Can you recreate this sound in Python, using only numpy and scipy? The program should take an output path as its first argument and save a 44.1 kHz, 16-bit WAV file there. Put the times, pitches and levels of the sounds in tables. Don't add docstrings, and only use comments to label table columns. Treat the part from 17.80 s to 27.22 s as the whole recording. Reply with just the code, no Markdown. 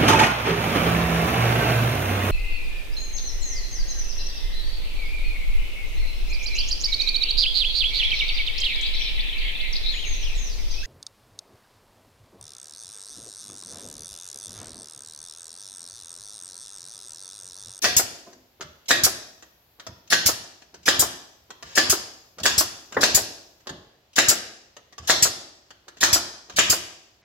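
import sys
import numpy as np
from scipy import signal
from scipy.fft import rfft, irfft, next_fast_len
from scipy.io import wavfile

SR = 44100
rng = np.random.default_rng(int(sys.argv[2]) if len(sys.argv) > 2 else 0)


def persist_wave(psi):
    counts = np.round(np.clip(psi, -1, 1) * 32767).astype(np.int16)
    wavfile.write(sys.argv[1], SR, np.atleast_2d(counts).T)


N = 415419
AGE = np.arange(SR // 2) / SR
SIZE = len(AGE)

# blow in seconds, trigger let go in seconds, board pitch in Hz, blow drive in dB,
# low thud drive in dB, exhaust treble from the aim of the cap in dB at 8 kHz.
SHOTS = [(0.0441, 0.1642, 1570, -16.5, -23.5, 1.5), (1.1081, 1.2342, 1594, -12.5, -23, -1.5),
         (2.326, 2.4578, 1780, -12, -27.5, -1.5), (3.0813, 3.1924, 1750, -11.5, -23, 1),
         (3.977, 4.0953, 1800, -12.5, -24.5, -1), (4.6571, 4.7777, 1750, -17, -25.5, -0.5),
         (5.2332, 5.3452, 1680, -14, -19.5, 0.5), (6.383, 6.4828, 1745, -11.5, -17, -2),
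         (7.298, 7.4225, 1760, -13, -17, -3), (8.2313, 8.3277, 1820, -16.5, -23.5, -4),
         (8.7866, 8.8968, 1850, -17.5, -19, -0.5)]
# tip touches in seconds, tip pushed home in seconds, touch drive in dB,
# push drive in dB, frame boom in dB.
PLACINGS = [(0.809, 0.822, -37.5, -42, -50), (1.998, 2.067, -44.5, -38.5, -45),
            (2.943, 2.958, -47, -59, -55), (3.705, 3.826, -42, -40.5, -48.5), (4.585, 4.6, -42.5, -40, -41),
            (5.124, 5.145, -40.5, -42, -42.5), (5.871, 5.893, -37, -37, -41.5),
            (7.126, 7.181, -52, -40, -46), (8.082, 8.17, -44.5, -51, -54), (8.698, 8.722, -42, -52, -47)]
# start in seconds, drive in dB.
LIFTS = [(.53, -53), (1.625, -48), (2.82, -52.5), (5.805, -62), (6.967, -46), (7.906, -47)]
# start in seconds, drive in dB.
BUMPS = [(.463, -45.5), (5.175, -29), (5.898, -44)]
# start in seconds, length before the fade in seconds, drive in dB.
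SLIDES = [(3.837, .11, -46.5), (5.172, .035, -45.5), (7.211, .06, -51.5)]
# time in seconds, level in dB.
LEAK_LEVELS = [(0, -67.5), (.7, -70), (1.9, -66), (2.9, -74.5), (3.7, -70), (5.0, -65.5), (5.8, -70),
               (6.2, -84.5), (9.4, -82.5)]

# frequency in Hz, relative level in dB, t60 in seconds.
BOARD_MODES = [(261.7, -34.5, 0.44), (343.4, -33, 0.39), (560, -40.5, .3), (729, -31, 0.44),
               (1171, -22, 0.22), (1543, -23, 0.26), (1657, -15.5, 0.15), (1868, -17, 0.22),
               (2400, -35.5, 0.41)]
# frequency in Hz, width in Hz, level over the hiss in dB.
CAP_RESONANCES = [(4840, 270, 2), (5960, 70, 0), (6910, 490, 2.5), (7740, 110, 3), (8100, 86, -3)]

# frequency in Hz, relative level in dB per Hz.
BLOW_SPECTRUM = [(50, -21.5), (130, -26), (210, -9), (600, -3), (1000, -8.5), (1350, -8), (1750, 3.5),
                 (2300, -8.5), (4000, -12.5), (8000, -19.5), (15000, -30)]
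CRACK_SPECTRUM = [(300, -21.5), (1500, 0.5), (2600, 0), (4200, 2.5), (6500, 4), (8000, -1), (9300, -27.5),
                  (10700, -15.5), (13000, -22), (16000, -19.5)]
VALVE_SPECTRUM = [(60, -13), (400, -11), (700, -17), (1000, -16), (2000, -7), (3500, 1), (5800, 4.5),
                  (7500, -0.5), (9200, -14), (10600, -3), (13000, -11), (16000, -14.5)]
EXHAUST_SPECTRUM = [(100, -20), (900, -20.5), (2300, -16.5), (3500, -14), (5200, -2.5), (7000, -3.5),
                    (8200, -5), (9300, -16), (10600, -4), (12000, -12), (13200, -6), (16000, -18)]
PUFF_SPECTRUM = [(20, -23), (50, -8), (78, 0.5), (105, -1), (140, -5.5), (210, -5.5), (350, -21.5),
                 (1500, -51.5)]
KNOCK_SPECTRUM = [(50, -21), (200, -14), (350, 0.5), (500, -5.5), (690, 2), (900, -4.5), (1400, -0.5),
                  (2200, -14), (4000, -13), (12000, -45.5)]
BOOM_SPECTRUM = [(20, -24), (45, -14.5), (75, 5), (115, -3.5), (160, -2), (300, -14.5), (700, -38.5),
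                 (3000, -69.5)]
BUMP_SPECTRUM = [(60, -21.5), (150, -13.5), (300, -3), (430, -4.5), (700, -9), (1500, -18), (6000, -44.5)]
TAP_SPECTRUM = [(50, -27), (200, -7), (380, -0.5), (600, -0.5), (850, -2), (1100, -1.5), (1600, 0),
                (2000, -2), (2500, -24.5), (4000, -28.5), (12000, -52.5)]
CLICK_SPECTRUM = [(300, -20), (1200, -1.5), (2000, -2.5), (3000, 6), (4500, 2.5), (6500, 4.5), (8000, -5),
                  (9300, -20), (10700, -15.5), (13000, -18.5), (16000, -23)]
AIR_SPECTRUM = [(20, -12), (60, 0), (110, -4), (220, -14), (700, -11), (1200, -17), (4500, -17.5),
                (8000, -28.5), (9300, -38), (11000, -31), (13200, -27), (16000, -32)]
LEAK_SPECTRUM = [(6000, -42.5), (9500, -21.5), (11000, -10), (12200, -7.5), (13200, -2), (14500, -6.5),
                 (16000, -12.5)]

# frequency in Hz, left-right correlation (no unit).
LIKENESS = [(100, .97), (350, 0.87), (700, 0.36), (1500, -0.02), (3000, 0.05), (6000, 0)]
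# frequency in Hz, left minus right in dB.
BALANCE = [(90, -1.5), (700, -0.1), (1600, 0), (3000, 0.4), (5000, -0.5), (7000, 6.5), (9000, -3),
           (13000, 3.5)]
# band centre in Hz, t60 in seconds, relative level in dB.
ROOM_BANDS = [(60, 0.5, 3), (200, 0.79, 2), (600, 0.82, 0), (1330, 0.66, -1), (3120, 0.68, 1.5),
              (5660, 0.69, -2.5), (7230, 0.66, -9), (9800, 0.48, -0.5), (15000, 0.16, -4.5)]

VALVE_DB, CRACK_DB, EXHAUST_DB, RETURN_DB = -24, -19, -11.5, -21
TRIGGER_LEAD_S, TRIGGER_DB = 0.05, -54
VALVE_LEAD_S, VALVE_OPENS_S = .028, 0.0049
BUMPER_S, BUMPER_CRACK_DB = .0042, -1.5
CRACK_RISE_DB_PER_S = 0.4745
NAIL_GRIND_S, TOUCH_GRIND_S = .0016, .0008
EXHAUST_OPENS_S, RETURN_STROKE_S = 0.0015, .0315
JET_DIRECT_DB = -9
FLUTTER_DB, FLUTTER_S = 2, .002
TOUCH_DIRECT_DB, TOUCH_ECHO_T60_S = -1, .06
NOSE_DAMPING_T60_S = .2
GRAZE_LEAD_S, GRAZE_DB = 0.015, -13
JOLT_S, JOLT_DB, JOLT_BOUNCE_S = 5.1673, -21.5, 0.0023
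AIR_DB = -63.5
BASS_CUT_HZ, TOP_CUT_HZ = 48, 16000


def amp(db):
    return 10 ** (np.asarray(db) / 20)


def at_hz(points, hz, axis=1):
    table = np.array(points)
    return np.interp(np.log(np.maximum(hz, 1)), np.log(table[:, 0]), table[:, axis])


def fade(t, t60):
    return np.exp(-np.log(1000) * t / t60)


def add(track, s, sound):
    i = max(0, round(s * SR))
    track[..., i:i + sound.shape[-1]] += sound[..., :N - i]


def empty_tracks():
    return np.zeros((2, N)), np.zeros(N)


def gust(rise, hold, t60):
    opening = np.minimum(AGE / rise, 1) ** 2
    return opening * fade(np.maximum(AGE - hold, 0), t60)


def hiss(spectrum, size=SIZE, resonances=()):
    hz = np.fft.rfftfreq(size, 1 / SR)
    peaks = sum(amp(db) ** 2 / (1 + (2 * (hz - f) / width) ** 2) for f, width, db in resonances)
    gain = amp(at_hz(spectrum, hz)) * np.sqrt(1 + peaks)
    noise = rfft(rng.standard_normal(size))
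    return irfft(noise * gain, size) / np.sqrt(np.mean(gain ** 2))


def flutter():
    eddies = np.interp(AGE / FLUTTER_S, np.arange(1000), rng.standard_normal(1000))
    gain = amp(FLUTTER_DB * eddies)
    return gain / np.sqrt(np.mean(gain ** 2))


def uneven(spectrum, ripple_db):
    hz = np.geomspace(20, 16000, 70)
    ripple = ripple_db * rng.standard_normal(len(hz)) * np.minimum(hz / 800, 1)
    return np.column_stack([hz, at_hz(spectrum, hz) + ripple])


def pulse(spectrum):
    log_gain = np.log(amp(at_hz(spectrum, np.fft.rfftfreq(2 * SIZE, 1 / SR))))
    cepstrum = irfft(log_gain)
    cepstrum[1:SIZE] *= 2
    cepstrum[SIZE + 1:] = 0
    wave = irfft(np.exp(rfft(cepstrum)))[:SIZE]
    return wave / np.linalg.norm(wave)


def soften(sound, s):
    window = np.hanning(int(s * SR) + 3)
    return signal.fftconvolve(sound, window / window.sum())[:SIZE]


def strike(spectrum, grind_s):
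    high_pass = signal.butter(2, 1300, "high", fs=SR, output="sos")
    slips = signal.sosfilt(high_pass, rng.standard_normal(SIZE) * fade(AGE, 4 * grind_s))
    slips[0] += 2 * np.linalg.norm(slips)
    wave = signal.fftconvolve(pulse(spectrum), slips)[:SIZE]
    return wave / np.linalg.norm(wave) * np.sqrt(.005 * SR)


def boards(detune, spread_db):
    chance = rng.standard_normal((len(BOARD_MODES), 3))
    ring = 0
    for (hz, db, t60), (pitch, level, sign) in zip(BOARD_MODES, chance):
        tone = np.sin(2 * np.pi * hz * (1 + detune * pitch) * AGE)
        ring = ring + amp(db - 11.0 + spread_db * level) * np.sign(sign) * fade(AGE, t60) * tone
    return ring


def diffuse(pair):
    size = len(pair[0])
    mid, side = rfft(pair)
    alike = np.clip(at_hz(LIKENESS, np.fft.rfftfreq(size, 1 / SR)), -.99, .99)
    mid = np.sqrt(1 + alike) * mid
    side = np.sqrt(1 - alike) * side
    return irfft((mid + side * [[1], [-1]]) / np.sqrt(2), size)


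def frame(sound, direct_db, echo_db, gap, t60):
    age = AGE[:SIZE // 4]
    patchy = amp(3.5 * rng.standard_normal(len(age)))
    spray = diffuse(rng.standard_normal((2, len(age))) * patchy)
    spray = spray * (age > gap) * fade(age, t60)
    paths = amp(echo_db) * spray / np.sqrt(np.sum(spray ** 2) / 2)
    paths[[0, 1], [3, 0]] += amp(direct_db)
    return signal.fftconvolve(sound[None], paths, axes=1)[:, :SIZE]


def steady(spectrum):
    size = next_fast_len(N)
    return diffuse([hiss(spectrum, size=size), hiss(spectrum, size=size)])[:, :N]


def still_air():
    return amp(AIR_DB) * steady(AIR_SPECTRUM)


def hose_leak():
    level_db = np.interp(np.arange(N) / SR, *np.transpose(LEAK_LEVELS))
    return amp(level_db) * steady(LEAK_SPECTRUM)


def workshop(sound):
    age = np.arange(int(1.2 * SR)) / SR
    field = rfft(diffuse(rng.standard_normal((2, len(age)))))
    hz = np.fft.rfftfreq(len(age), 1 / SR)
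    centres = [row[0] for row in ROOM_BANDS]
    tail = 0
    for (_, t60, db), own in zip(ROOM_BANDS, np.eye(len(ROOM_BANDS))):
        band = irfft(field * np.interp(hz, centres, own), len(age))
        tail = tail + band * fade(age, t60) * amp(db)
    build_up = np.clip((age - .004) / 0.0087, 0, 1)
    return signal.fftconvolve(sound[None], amp(-33.5) * tail * build_up, axes=1)[:, :N]


def sliding():
    near, send = empty_tracks()
    for s, length, db in SLIDES:
        scrape = hiss(CLICK_SPECTRUM) + amp(-6.0) * hiss(TAP_SPECTRUM)
        rub = amp(db) * scrape * gust(.015, length, .05)
        add(near, s, frame(rub, -15, -1.5, 0.0017, 0.037))
        add(send, s, amp(-8.5) * rub)
    return near, send


def bumping():
    near, send = empty_tracks()
    grazes = [(s - GRAZE_LEAD_S, db + GRAZE_DB) for s, _, db, _, _ in PLACINGS]
    for s, db in BUMPS + grazes:
        bump = amp(db) * hiss(BUMP_SPECTRUM) * gust(.005, 0.011, 0.17)
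        add(near, s, frame(bump, 0, -6.0, 0.0015, 0.086))
        add(send, s, amp(-4.5) * bump)
    return near, send


def knock():
    ring = boards(detune=0.046, spread_db=0.0) * fade(AGE, NOSE_DAMPING_T60_S)
    return strike(uneven(TAP_SPECTRUM, ripple_db=5.0), TOUCH_GRIND_S) + amp(12.5) * ring


def click():
    return strike(uneven(CLICK_SPECTRUM, ripple_db=0.0), grind_s=0.0022)


def handling():
    near, send = empty_tracks()
    touches = [(s, db) for s, _, db, _, _ in PLACINGS]
    pushes = [(s, db) for _, s, _, db, _ in PLACINGS]
    contacts = [(s, amp(db) * (knock() + click())) for s, db in touches + pushes + LIFTS]
    for s, *_ in SHOTS:
        if s > TRIGGER_LEAD_S:
            contacts.append((s - TRIGGER_LEAD_S, amp(TRIGGER_DB) * click()))
    for s in (JOLT_S, JOLT_S + JOLT_BOUNCE_S):
        contacts.append((s, amp(JOLT_DB) * knock()))
    for s, touch in contacts:
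        add(near, s, frame(touch, TOUCH_DIRECT_DB, 4.64, .002, TOUCH_ECHO_T60_S))
        add(send, s, amp(0.3) * touch)
    for _, s, _, _, boom_db in PLACINGS:
        add(near, s, amp(boom_db) * hiss(BOOM_SPECTRUM) * gust(0.019, 0.029, 0.35))
    return near, send


def venting():
    near, send = empty_tracks()
    puff = soften(pulse(PUFF_SPECTRUM), 0.0043)
    for _, s, *_, aim_db in SHOTS:
        jet = [(hz, db + aim_db * np.clip(hz / 4000 - 1, 0, 1.5)) for hz, db in EXHAUST_SPECTRUM]
        jet_noise = hiss(uneven(jet, ripple_db=0.7), resonances=CAP_RESONANCES)
        blast = amp(EXHAUST_DB) * jet_noise * flutter() * gust(EXHAUST_OPENS_S, 0.014, 0.13)
        add(near, s, frame(blast, JET_DIRECT_DB, 0.44, .0002, 0.027))
        add(send, s, amp(-8.5) * blast)
        add(near, s - .002, frame(amp(-1.1) * puff, 0, -12.5, .006, 0.11))
        add(send, s, amp(-9.5) * puff)
        stop = amp(RETURN_DB) * strike(KNOCK_SPECTRUM, grind_s=0.0029)
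        add(near, s + RETURN_STROKE_S, frame(stop, -4.0, 1.2, .002, 0.099))
        add(send, s + RETURN_STROKE_S, amp(-6.5) * stop)
    return near, send


def firing():
    near, send = empty_tracks()
    for s, _, board_hz, blow_db, thud_db, _ in SHOTS:
        valve_noise = hiss(uneven(VALVE_SPECTRUM, ripple_db=0.6))
        valve = amp(VALVE_DB) * valve_noise * flutter() * gust(VALVE_OPENS_S, 0.032, 0.26)
        swell = np.minimum(AGE / VALVE_LEAD_S, 1) ** 2 * (AGE < VALVE_LEAD_S)
        rush = valve + amp(-22.0) * hiss(BLOW_SPECTRUM) * swell
        add(near, s - VALVE_LEAD_S, frame(rush, JET_DIRECT_DB, 0.68, 0.00028, 0.029))
        add(send, s - VALVE_LEAD_S, amp(-5.5) * rush)

        impact = amp(-2.5) * strike(BLOW_SPECTRUM, NAIL_GRIND_S)
        ring = amp(14.5) * boards(detune=.02, spread_db=3.0)
        thud = amp(thud_db) * strike(KNOCK_SPECTRUM, grind_s=0.002)
        wood = amp(blow_db) * (impact + ring) + thud
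        add(near, s, frame(wood, -1.9, -3.5, 0.0038, 0.14))
        flex = np.sin(2 * np.pi * board_hz * AGE) * gust(0.00075, 0.00088, 0.0063)
        add(near, s, frame(amp(blow_db + 8) * flex, 0, -10, 0.0052, .04))

        crack_db = CRACK_DB + CRACK_RISE_DB_PER_S * s
        steel = amp(crack_db) * strike(uneven(CRACK_SPECTRUM, ripple_db=1.5), grind_s=0.0013)
        add(near, s, frame(steel, -1.0, 6.0, .0038, 0.11))
        bottom = amp(blow_db - 3.5) * strike(BLOW_SPECTRUM, grind_s=0.00099)
        bottom = bottom + amp(BUMPER_CRACK_DB) * steel
        add(near, s + BUMPER_S, frame(bottom, -0.88, -2.5, 0.00066, 0.033))

        add(near, s, amp(-46.5) * hiss(BOOM_SPECTRUM) * gust(0.021, 0.083, 0.34))
        add(send, s, amp(-4.0) * wood + amp(8.0) * steel)
    return near, send


def scene():
    sources = [sliding(), bumping(), handling(), venting(), firing()]
    near, send = (sum(parts) for parts in zip(*sources))
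    place = 1.306 * np.arange(N) / SR
    room = workshop(send * np.cos(place)) + workshop(send * np.sin(place))
    return still_air() + hose_leak() + room + near


def record(dry):
    size = 2 * next_fast_len(N)
    tilt_db = at_hz(BALANCE, np.fft.rfftfreq(size, 1 / SR))
    heard = irfft(rfft(dry, size) * amp(tilt_db * [[.5], [-.5]]))[:, :N]
    bass_cut = signal.butter(2, BASS_CUT_HZ, "high", fs=SR, output="sos")
    rounded = np.tanh(signal.sosfilt(bass_cut, heard))
    top_cut = signal.ellip(10, .1, 90, TOP_CUT_HZ, fs=SR, output="sos")
    return signal.sosfilt(top_cut, rounded)


dry = scene()
out = record(dry)
persist_wave(out)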